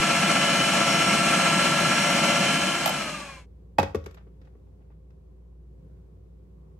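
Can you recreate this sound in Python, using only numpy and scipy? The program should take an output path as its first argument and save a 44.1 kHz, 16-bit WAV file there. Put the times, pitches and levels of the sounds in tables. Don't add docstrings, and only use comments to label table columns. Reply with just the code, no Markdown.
import sys
import numpy as np
from scipy import signal
from scipy.fft import rfft, irfft, next_fast_len
from scipy.io import wavfile
from scipy.ndimage import uniform_filter1d, map_coordinates

SR = 44100
rng = np.random.default_rng(int(sys.argv[2]) if len(sys.argv) > 2 else 0)


def bounce(signal):
    frames = np.transpose(np.atleast_2d(signal))
    limited = np.clip(frames, -1, 1)
    pcm = np.round(limited * 32767).astype(np.int16)
    wavfile.write(sys.argv[1], SR, pcm)


N = 299439
TIME = np.arange(N) / SR
FREQ = np.fft.rfftfreq(2 * next_fast_len(N // 2 + 1), 1 / SR) + 1e-3
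TOP_HZ = 15800
OFF_S = 2.92
STIFF_TURNS_PER_S = 15.42
PLAY_RATE = 22
FLUTTERS_PER_S = 70

# frequency in Hz, side minus mid in dB.
ROOM_WIDTH = [(60, -22), (110, -11.5), (200, -9.5), (380, -1.5), (700, 3), (1290, -1.5), (2380, 2.5),
              (4400, 0), (8120, 2), (15000, -5)]
# frequency in Hz, side minus mid in dB.
KNOCK_WIDTH = [(60, -26), (110, -23.5), (200, -14), (380, -6), (700, 2), (1290, 7), (2380, 0.5),
               (4400, -0.5), (8120, 1.5), (15000, -2)]
# frequency in Hz, side minus mid in dB.
SIDE_LEVEL = [(60, -40.5), (120, -22.5), (200, -23), (380, -15), (700, -0.5), (1290, -12.5), (2380, -10.5),
              (4400, 3.5), (8100, -10.5), (11500, 5.5), (13200, 35), (15500, 22.5)]


def undb(db):
    return 10 ** (np.asarray(db) / 20)


def unit(x):
    return x / np.sqrt(np.mean(x ** 2))


def slope(points):
    hz, db = np.transpose(points)
    return np.interp(np.log(FREQ), np.log(hz), db)


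def colour(x, db):
    spectrum = rfft(x, 2 * len(FREQ) - 2)
    return irfft(spectrum * undb(db))[..., :N]


def pan(db):
    return undb(np.array([[1], [-1]]) * db / 2)


def stereo(pair, db, width):
    mid, side = colour(pair, np.array([db, db + slope(width)]))
    return np.array([mid + side, mid - side]) / np.std(mid)


def noise():
    return rng.standard_normal((2, N))


def walk(rate):
    k = int(SR / rate)
    steps = np.repeat(rng.standard_normal(N // k + 1), k)[:N]
    return unit(uniform_filter1d(steps, k))


def tone(cycles, wander_db, lead=0, rate=9):
    start = rng.random()
    phase = 2 * np.pi * ((cycles + start) % 1) + np.array([[lead], [-lead]]) / 2
    return np.sqrt(2) * np.sin(phase.astype(np.float32)) * undb(wander_db * walk(rate))


def stir(hz):
    # multiple of the centre frequency, level in dB.
    stir_shape = [(.35, -35.5), (.75, -11), (1, 2.5), (1.25, -19), (2.6, -38), (8, -60)]
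    return stereo(noise(), slope([(hz * k, db) for k, db in stir_shape]), ROOM_WIDTH)


def midrange_stirs():
    # middle in seconds, length in seconds, level in dB, centre in Hz.
    stir_swells = [(5.45, 0.31, -86.5, 1000), (5.96, .16, -86, 1480), (6.137, 0.087, -82, 1100),
                   (6.65, 0.24, -78, 1100)]
    swell = sum(undb(db) * np.exp(-(2 * (TIME - s) / length) ** 2) * stir(hz)
                for s, length, db, hz in stir_swells)
    return undb(-87) * stir(1080) + swell


def distant_drone():
    # frequency in Hz, level in dB.
    drone_tones = [(153.5, -68.5), (188.4, -68), (376.8, -71.5), (424, -80), (447, -80), (516.5, -77)]
    return sum(undb(db) * tone(hz * TIME + .08 * walk(2.6), wander_db=1.5) for hz, db in drone_tones)


def kitchen():
    # frequency in Hz, relative level in dB.
    room_colour = [(20, -46), (47, -23), (80, -7.5), (119, -15.5), (158, -10.5), (197, -19), (225, -27),
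                   (257, -23.5), (314, -26), (374, -24), (521, -30.5), (594, -37), (1010, -46), (1600, -54)]
    # frequency in Hz, relative level in dB.
    hiss_colour = [(3000, -59), (4930, -62.5), (15500, -68)]
    room_db, hum_hz, hum_db = -54.5, 58.8, 5
    hum = undb(hum_db) * tone(hum_hz * TIME + .04 * walk(9), wander_db=1)
    air = stereo(noise(), slope(room_colour + hiss_colour), ROOM_WIDTH) * undb(0.66 * walk(3.5))
    return undb(room_db) * (hum + air) + distant_drone() + midrange_stirs()


def tiled_walls(x, t60=0.3, wet_db=-16.0):
    t = TIME[:SR]
    first_return = t > .006
    tail = rng.standard_normal((2, len(t))) * undb(-60 * t / t60) * first_return
    tail /= np.sqrt(np.sum(tail ** 2, axis=1, keepdims=True))
    wet = signal.fftconvolve(x, tail, axes=1)[:, :N]
    wall_db = slope([(90, -14.0), (350, 3.5), (550, 6), (850, 4.5), (1200, 9.5), (6000, 6.0), (12000, 1)])
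    return undb(wet_db) * colour(wet, wall_db)


def rings(rows):
    t = TIME[:SR // 2]
    shapes = []
    for k, (hz, t60, *_, pan_db) in enumerate(rows):
        envelope = undb(-60 * t / t60) * (1 - np.exp(-hz * t / 1.2))
        shapes.append((-1) ** k * envelope * np.sin(2 * np.pi * hz * t) * pan(pan_db))
    return np.array(shapes)


def contact(build_s):
    t = TIME[:SR // 2]
    t60 = 0.04 + 2.5 * build_s
    return undb(-60 * np.maximum(t - build_s, 0) / t60) * np.minimum(t / build_s, 1)


def knocks():
    # frequency in Hz, t60 in seconds, relative level in dB struck at the lid,
    # relative level in dB struck low down, left minus right in dB.
    bowl_modes = [(79.3, 0.49, -32.5, -17, 0), (93.5, 0.32, -18, -20.5, 1), (147, 0.27, -22.5, -26, 1.5),
                  (195, 0.233, -21, -27, 6), (224, 0.087, -24, -16, 5.5), (292.5, .2, -19, -23, 7),
                  (373, 0.028, -30, -1, 4.5), (439, 0.043, -29, 1, 5), (512, 0.12, -19, -21.5, 5.5),
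                  (547, 0.16, -17, -21.5, 3.5), (666, 0.063, -9.5, -24.5, 0), (750, 0.08, -9.5, -29, -1.5),
                  (834, 0.058, -7, -38.5, -13.5), (927, 0.048, -9.5, -41, -3), (1050, .04, -20.5, -31, 3),
                  (1146, 0.05, -20, -20.5, -6.5), (1440, .045, -22.5, -30, 3),
                  (1583, 0.051, -24, -38.5, -2.5), (1850, .04, -23, -26, 2.5),
                  (1936, 0.056, -23.5, -32.5, 4.5), (2165, 0.029, -31.5, -26.5, 1.5),
                  (2520, .05, -21, -36, 6.5), (2600, 0.034, -20.5, -31.5, 0.5),
                  (2713, .035, -30, -41, -8.5), (3240, .04, -25.5, -50.5, -1),
                  (3340, 0.037, -25.5, -47, -0.5), (4480, .035, -41.5, -56, 2),
                  (4870, .06, -35.5, -51, -0.5)]
    # start in seconds, ring in dB, place from 0 (low) to 1 (lid),
    # crack in dB over the grit, time the contact builds in seconds, low-pass edge in Hz.
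    blow_rows = [(3.7831, -4.5, 0.99, -21, 0.0027, 11500), (3.7916, -14, 0.51, -26, 0.0014, 10030),
                 (3.7975, -30, .9, -30.5, .0006, 7000), (3.8155, -27.5, .35, -43, .0008, 9000),
                 (3.8284, -16, .5, -26, .0012, 8080), (3.946, -11.5, 0.033, -34, 0.002, 11000),
                 (3.955, -29, .1, -41, 0.0013, 10000), (4.039, -52, 0.22, -48.5, .003, 10000),
                 (4.0601, -58, 0.22, -38.5, 0.0013, 11000), (4.063, -27.5, 0.019, -71, .002, 900),
                 (4.107, -64, .2, -55, 0.0044, 14000), (4.143, -64, .2, -51, 0.0027, 14000),
                 (4.168, -49, 0.54, -47.5, 0.0083, 3500), (4.205, -57, .5, -61.5, .006, 3000),
                 (4.267, -44, 0.033, -63, 0.0087, 2515), (4.413, -66.5, 0.46, -57.5, 0.0053, 4980),
                 (4.44, -70, 0.46, -63.5, 0.017, 6000), (4.471, -50.5, 0.33, -61, 0.004, 2980),
                 (4.551, -44, 0.017, -78, 0.0042, 1500), (4.668, -63, .6, -70, 0.0034, 2980),
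                 (4.805, -60, 0.63, -67, 0.018, 2510), (4.901, -49.5, 0.32, -67, 0.02, 2500),
                 (5.102, -62, 0.35, -65, 0.005, 6980)]
    # frequency in Hz, relative level in dB.
    crack_colour = [(80, -22.5), (400, 9.5), (1000, -0.5), (2600, -4.5), (4000, -8), (5500, -9.5),
                    (8300, -16), (9600, -27), (11500, -9), (15500, -22.5)]
    scatter_db = 3.5
    out, shapes = np.zeros((2, N)), rings(bowl_modes)
    grit = undb(-4.5 + 2.0 * walk(700)) * stereo(noise(), slope(crack_colour), KNOCK_WIDTH)
    hz, _, lid_db, low_db, _ = np.transpose(bowl_modes)
    scatter = rng.standard_normal((len(blow_rows), len(bowl_modes))) * scatter_db * hz / hz.max()
    for (s, ring_db, place, crack_db, build_s, top_hz), extra_db in zip(blow_rows, scatter):
        span = slice(int(s * SR), int(s * SR) + SR // 2)
        place = np.clip(place, 0, 1)
        sizes = (place * undb(lid_db) + (1 - place) * undb(low_db)) * undb(ring_db + extra_db)
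        ring = np.tensordot(sizes, shapes, 1)
        crack = undb(crack_db) * contact(build_s) * grit[:, span]
        low_pass = signal.butter(2, min(top_hz, TOP_HZ), fs=SR, output="sos")
        out[:, span] += signal.sosfilt(low_pass, ring + crack)
    return out


def switch():
    # frequency in Hz, t60 in seconds, relative level in dB,
    # left minus right in dB.
    base_modes = [(515, 0.083, -12, 12), (613, 0.091, -2.5, -3.5), (676, 0.061, -1, -5),
                  (757, 0.086, -7, -3), (860, 0.081, -1.5, -6)]
    # start in seconds, thump in dB, tick in dB.
    click_rows = [(2.858, -19.5, -22), (2.875, -22.5, -27), (2.892, -24.5, -31)]
    # frequency in Hz, relative level in dB.
    tick_colour = [(300, -12), (800, 0), (1600, -5), (2800, 0.5), (5000, -8), (9000, -10), (13000, -6),
                   (15500, -22.5)]
    build_s = 0.00105
    out = np.zeros((2, N))
    thump = np.tensordot(undb(np.transpose(base_modes)[2]), rings(base_modes), 1)
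    grit = stereo(noise(), slope(tick_colour), KNOCK_WIDTH)
    for s, thump_db, tick_db in click_rows:
        span = slice(int(s * SR), int(s * SR) + SR // 2)
        out[:, span] += undb(thump_db) * thump + undb(tick_db) * contact(build_s) * grit[:, span]
    return out


def dough():
    # frequency in Hz, relative level in dB.
    dough_colour = [(30, -45.5), (65, -16.5), (110, -19.5), (135, -5), (160, -0.5), (190, 2), (230, -6),
                    (300, -6.5), (420, -26), (800, -66.5)]
    lumps_per_s, lumps_db = 9, 0.66
    return stereo(noise(), slope(dough_colour), SIDE_LEVEL) * undb(lumps_db * walk(lumps_per_s))


def panels():
    # centre in Hz, width (standard deviation) in Hz, gain in dB.
    panel_rows = [(587, 77, 3), (854, 34, 5.5), (1130, 90, 7), (1400, 39, 6.5), (1634, 100, 12.5),
                  (2093, 190, 9), (2418, 50, 9), (2720, 43, 6), (3340, 55, 6.5), (3700, 40, 2),
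                  (4116, 110, 6), (4780, 67, -6)]
    return sum(db * np.exp(-((FREQ - hz) / width) ** 2 / 2) for hz, width, db in panel_rows)


def noise_colour():
    # frequency in Hz, relative level in dB.
    heard_colour = [(60, -43.5), (250, -6.5), (330, 3), (440, -5.5), (560, 1.5), (1000, -3), (1900, -7.5),
                    (2900, 2.5), (3600, -8), (6300, -6), (8300, -8), (9700, -14), (11200, -13.5),
                    (12200, -29.5), (13200, -55.5)]
    return slope(heard_colour) + panels()


def swells():
    # middle in seconds, length in seconds, fan in dB,
    # whistle in dB, upper whistle in dB, gear whine in dB.
    swell_rows = [(.56, 0.4, 6.5, 0.5, -1.5, -0.5), (1.01, 0.33, 3.5, 10, 1.5, 0.3),
                  (1.386, 0.73, 1.9, -3, 12.5, 1.2), (2.02, 0.16, 3, 7, -3, -1),
                  (2.32, 0.37, 4, 3.5, 0.5, -1.5), (2.71, 0.53, 6, -2, 7, -1)]
    edge_s = .14
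    return sum(np.outer(dbs, np.clip((length / 2 - np.abs(TIME - s)) / edge_s + .5, 0, 1))
               for s, length, *dbs in swell_rows)


def motor(turn):
    fan_order, commutator_order = 195, 180
    fan_play, brush_play = 0.033, .035
    fan_base_db, overtone_db, whistle_base_db, upper_base_db = -38.5, -54, -45, -57
    brush_sink_db_per_s = 30
    fan_db, whistle_db, upper_db, _ = swells()
    blades = fan_order * turn + fan_play * walk(PLAY_RATE)
    fan = undb(fan_base_db + fan_db) * tone(blades, wander_db=2, lead=-.6, rate=FLUTTERS_PER_S)
    fan = colour(fan, panels())
    overtone = undb(overtone_db) * tone(2 * blades, wander_db=1)
    bars = commutator_order * turn
    whistle = tone(2 * bars + brush_play * walk(PLAY_RATE), wander_db=2, lead=-.4, rate=FLUTTERS_PER_S)
    upper = tone(3 * bars, wander_db=1.2) + undb(-8) * tone(4 * bars, wander_db=2)
    brushes = undb(whistle_base_db + whistle_db) * whistle + undb(upper_base_db + upper_db) * upper
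    return fan + overtone + brushes * undb(-brush_sink_db_per_s * np.maximum(TIME - OFF_S, 0))


def near_surfaces(x):
    # lag in seconds, level in dB relative to the direct sound.
    mirror_rows = [(.0023, -11.5), (.0052, -10.5), (.0087, -10)]
    drift_s, drifts_per_s = .00002, 1.5
    out = x.copy()
    for lag_s, db in mirror_rows:
        late = TIME - lag_s - drift_s * walk(drifts_per_s)
        out += undb(db) * np.array([np.interp(late, TIME, side) for side in x])
    return out / np.sqrt(1 + sum(undb(db) ** 2 for _, db in mirror_rows))


def air_rush():
    return near_surfaces(stereo(noise(), noise_colour(), SIDE_LEVEL)) * undb(.5 * walk(25))


def load(turn):
    # place in the turn, width (standard deviation) as a share of a turn,
    # whine rise in dB, mesh load in dB before mesh tones and rattle each take their share.
    bite_rows = [(.13, .105, 9.5, -8), (.61, .1, 14.5, 8), (.845, .065, 11, 4)]
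    slack_whine_db, slack_mesh_db = -16.6, 1
    scatter, changes_per_s = 0.033, 45
    bites = 0
    for place, width, *dbs in bite_rows:
        from_middle = (turn - place + .5) % 1 - .5
        bites = bites + np.outer(dbs, np.exp(-(from_middle / width) ** 2 / 2))
    bites = bites * (1 + scatter * walk(changes_per_s))
    return slack_whine_db + bites[0], slack_mesh_db + bites[1]


def gear_whine(turn, whine_db, halvings):
    whine_order, sway_cycles = 87, .13
    sink_db = -3.5
    sway = sway_cycles * np.cos(2 * np.pi * (turn - .12))
    level_db = whine_db + swells()[3] - sink_db * halvings
    return undb(level_db) * tone(whine_order * turn + sway, wander_db=1, lead=.1, rate=FLUTTERS_PER_S)


def gear_mesh(turn, mesh_db):
    mesh_orders = [15, 21, 36, 44, 46, 66, 80, 108, 117, 132, 155, 176]
    mesh_levels = [-19, -22.5, -26, -17.5, -23, -27, -26.5, -30.5, -28, -28, -31.5, -25]
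    play = 0.076
    mesh = 0
    for order, db in zip(mesh_orders, mesh_levels):
        cycles = order * turn + play * walk(PLAY_RATE)
        mesh = mesh + undb(db) * tone(cycles, wander_db=-1.5, lead=rng.normal(0, 0.25))
    return colour(mesh * undb(0.35 * mesh_db), panels())


def tooth_pattern(turn):
    flanks = rng.standard_normal((2, 3072))
    return np.array([map_coordinates(f, [turn % 1 * len(f)], order=3, mode="grid-wrap") for f in flanks])


def tooth_rattle(turn, mesh_db):
    shift = .8 * walk(4)
    rattle = np.cos(shift) * tooth_pattern(turn) + np.sin(shift) * tooth_pattern(turn)
    rattle = rattle * undb(0.21 * mesh_db + 2.0 * walk(60))
    middle = slope([(200, -11.0), (550, 4.0), (2800, -2.0), (6000, -2.0), (11000, -8.0)])
    return stereo(rattle, noise_colour() + middle, SIDE_LEVEL)


def gears(turn, halvings):
    whine_db, mesh_db = load(turn)
    tones = gear_whine(turn, whine_db, halvings) + gear_mesh(turn, mesh_db)
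    return tones + undb(-1.5) * tooth_rattle(turn, mesh_db) + undb(-3.5) * air_rush()


def shaft_speed():
    loose_turns_per_s, loosens_from_s, loosens_to_s = 15.65, .95, 3.05
    coast_loss, coast_power = 9.2, 1.135
    loose = np.clip((TIME - loosens_from_s) / (loosens_to_s - loosens_from_s), 0, 1)
    gain = (loose_turns_per_s - STIFF_TURNS_PER_S) * np.sin(np.pi / 2 * loose) ** 2
    lost = coast_loss * np.maximum(TIME - OFF_S, 0) ** coast_power
    return np.maximum(STIFF_TURNS_PER_S + gain - lost, 1)


def food_processor():
    # frequency in Hz, left minus right in dB.
    lean_left = [(60, 1), (200, 1), (700, 5), (1400, 1), (8000, 0)]
    gears_db, dough_db = -22.5, -30
    gears_sink_db, motor_sink_db, dough_sink_db = 14.5, 13, 17.5
    speed = shaft_speed()
    turn = np.cumsum(speed) / SR + 0.00011 * walk(25)
    halvings = np.maximum(np.log2(STIFF_TURNS_PER_S / speed), 0)
    machine = (undb(gears_db - gears_sink_db * halvings) * gears(turn, halvings)
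               + undb(-motor_sink_db * halvings) * motor(turn)
               + undb(dough_db - dough_sink_db * halvings) * dough())
    return colour(machine, np.outer([1, -1], slope(lean_left)) / 2)


def scene():
    fade_end_s, fade_length_s = 3.464, 1.1
    room_share = .09
    fade = np.clip((fade_end_s - TIME) / fade_length_s, 0, 1)
    blows = switch() + knocks()
    room = (1 - fade + room_share * fade) * kitchen()
    return fade * food_processor() + blows + tiled_walls(blows) + room


def record(dry):
    return signal.sosfilt(signal.ellip(8, .2, 70, TOP_HZ, fs=SR, output="sos"), dry)


dry = scene()
out = record(dry)
bounce(out)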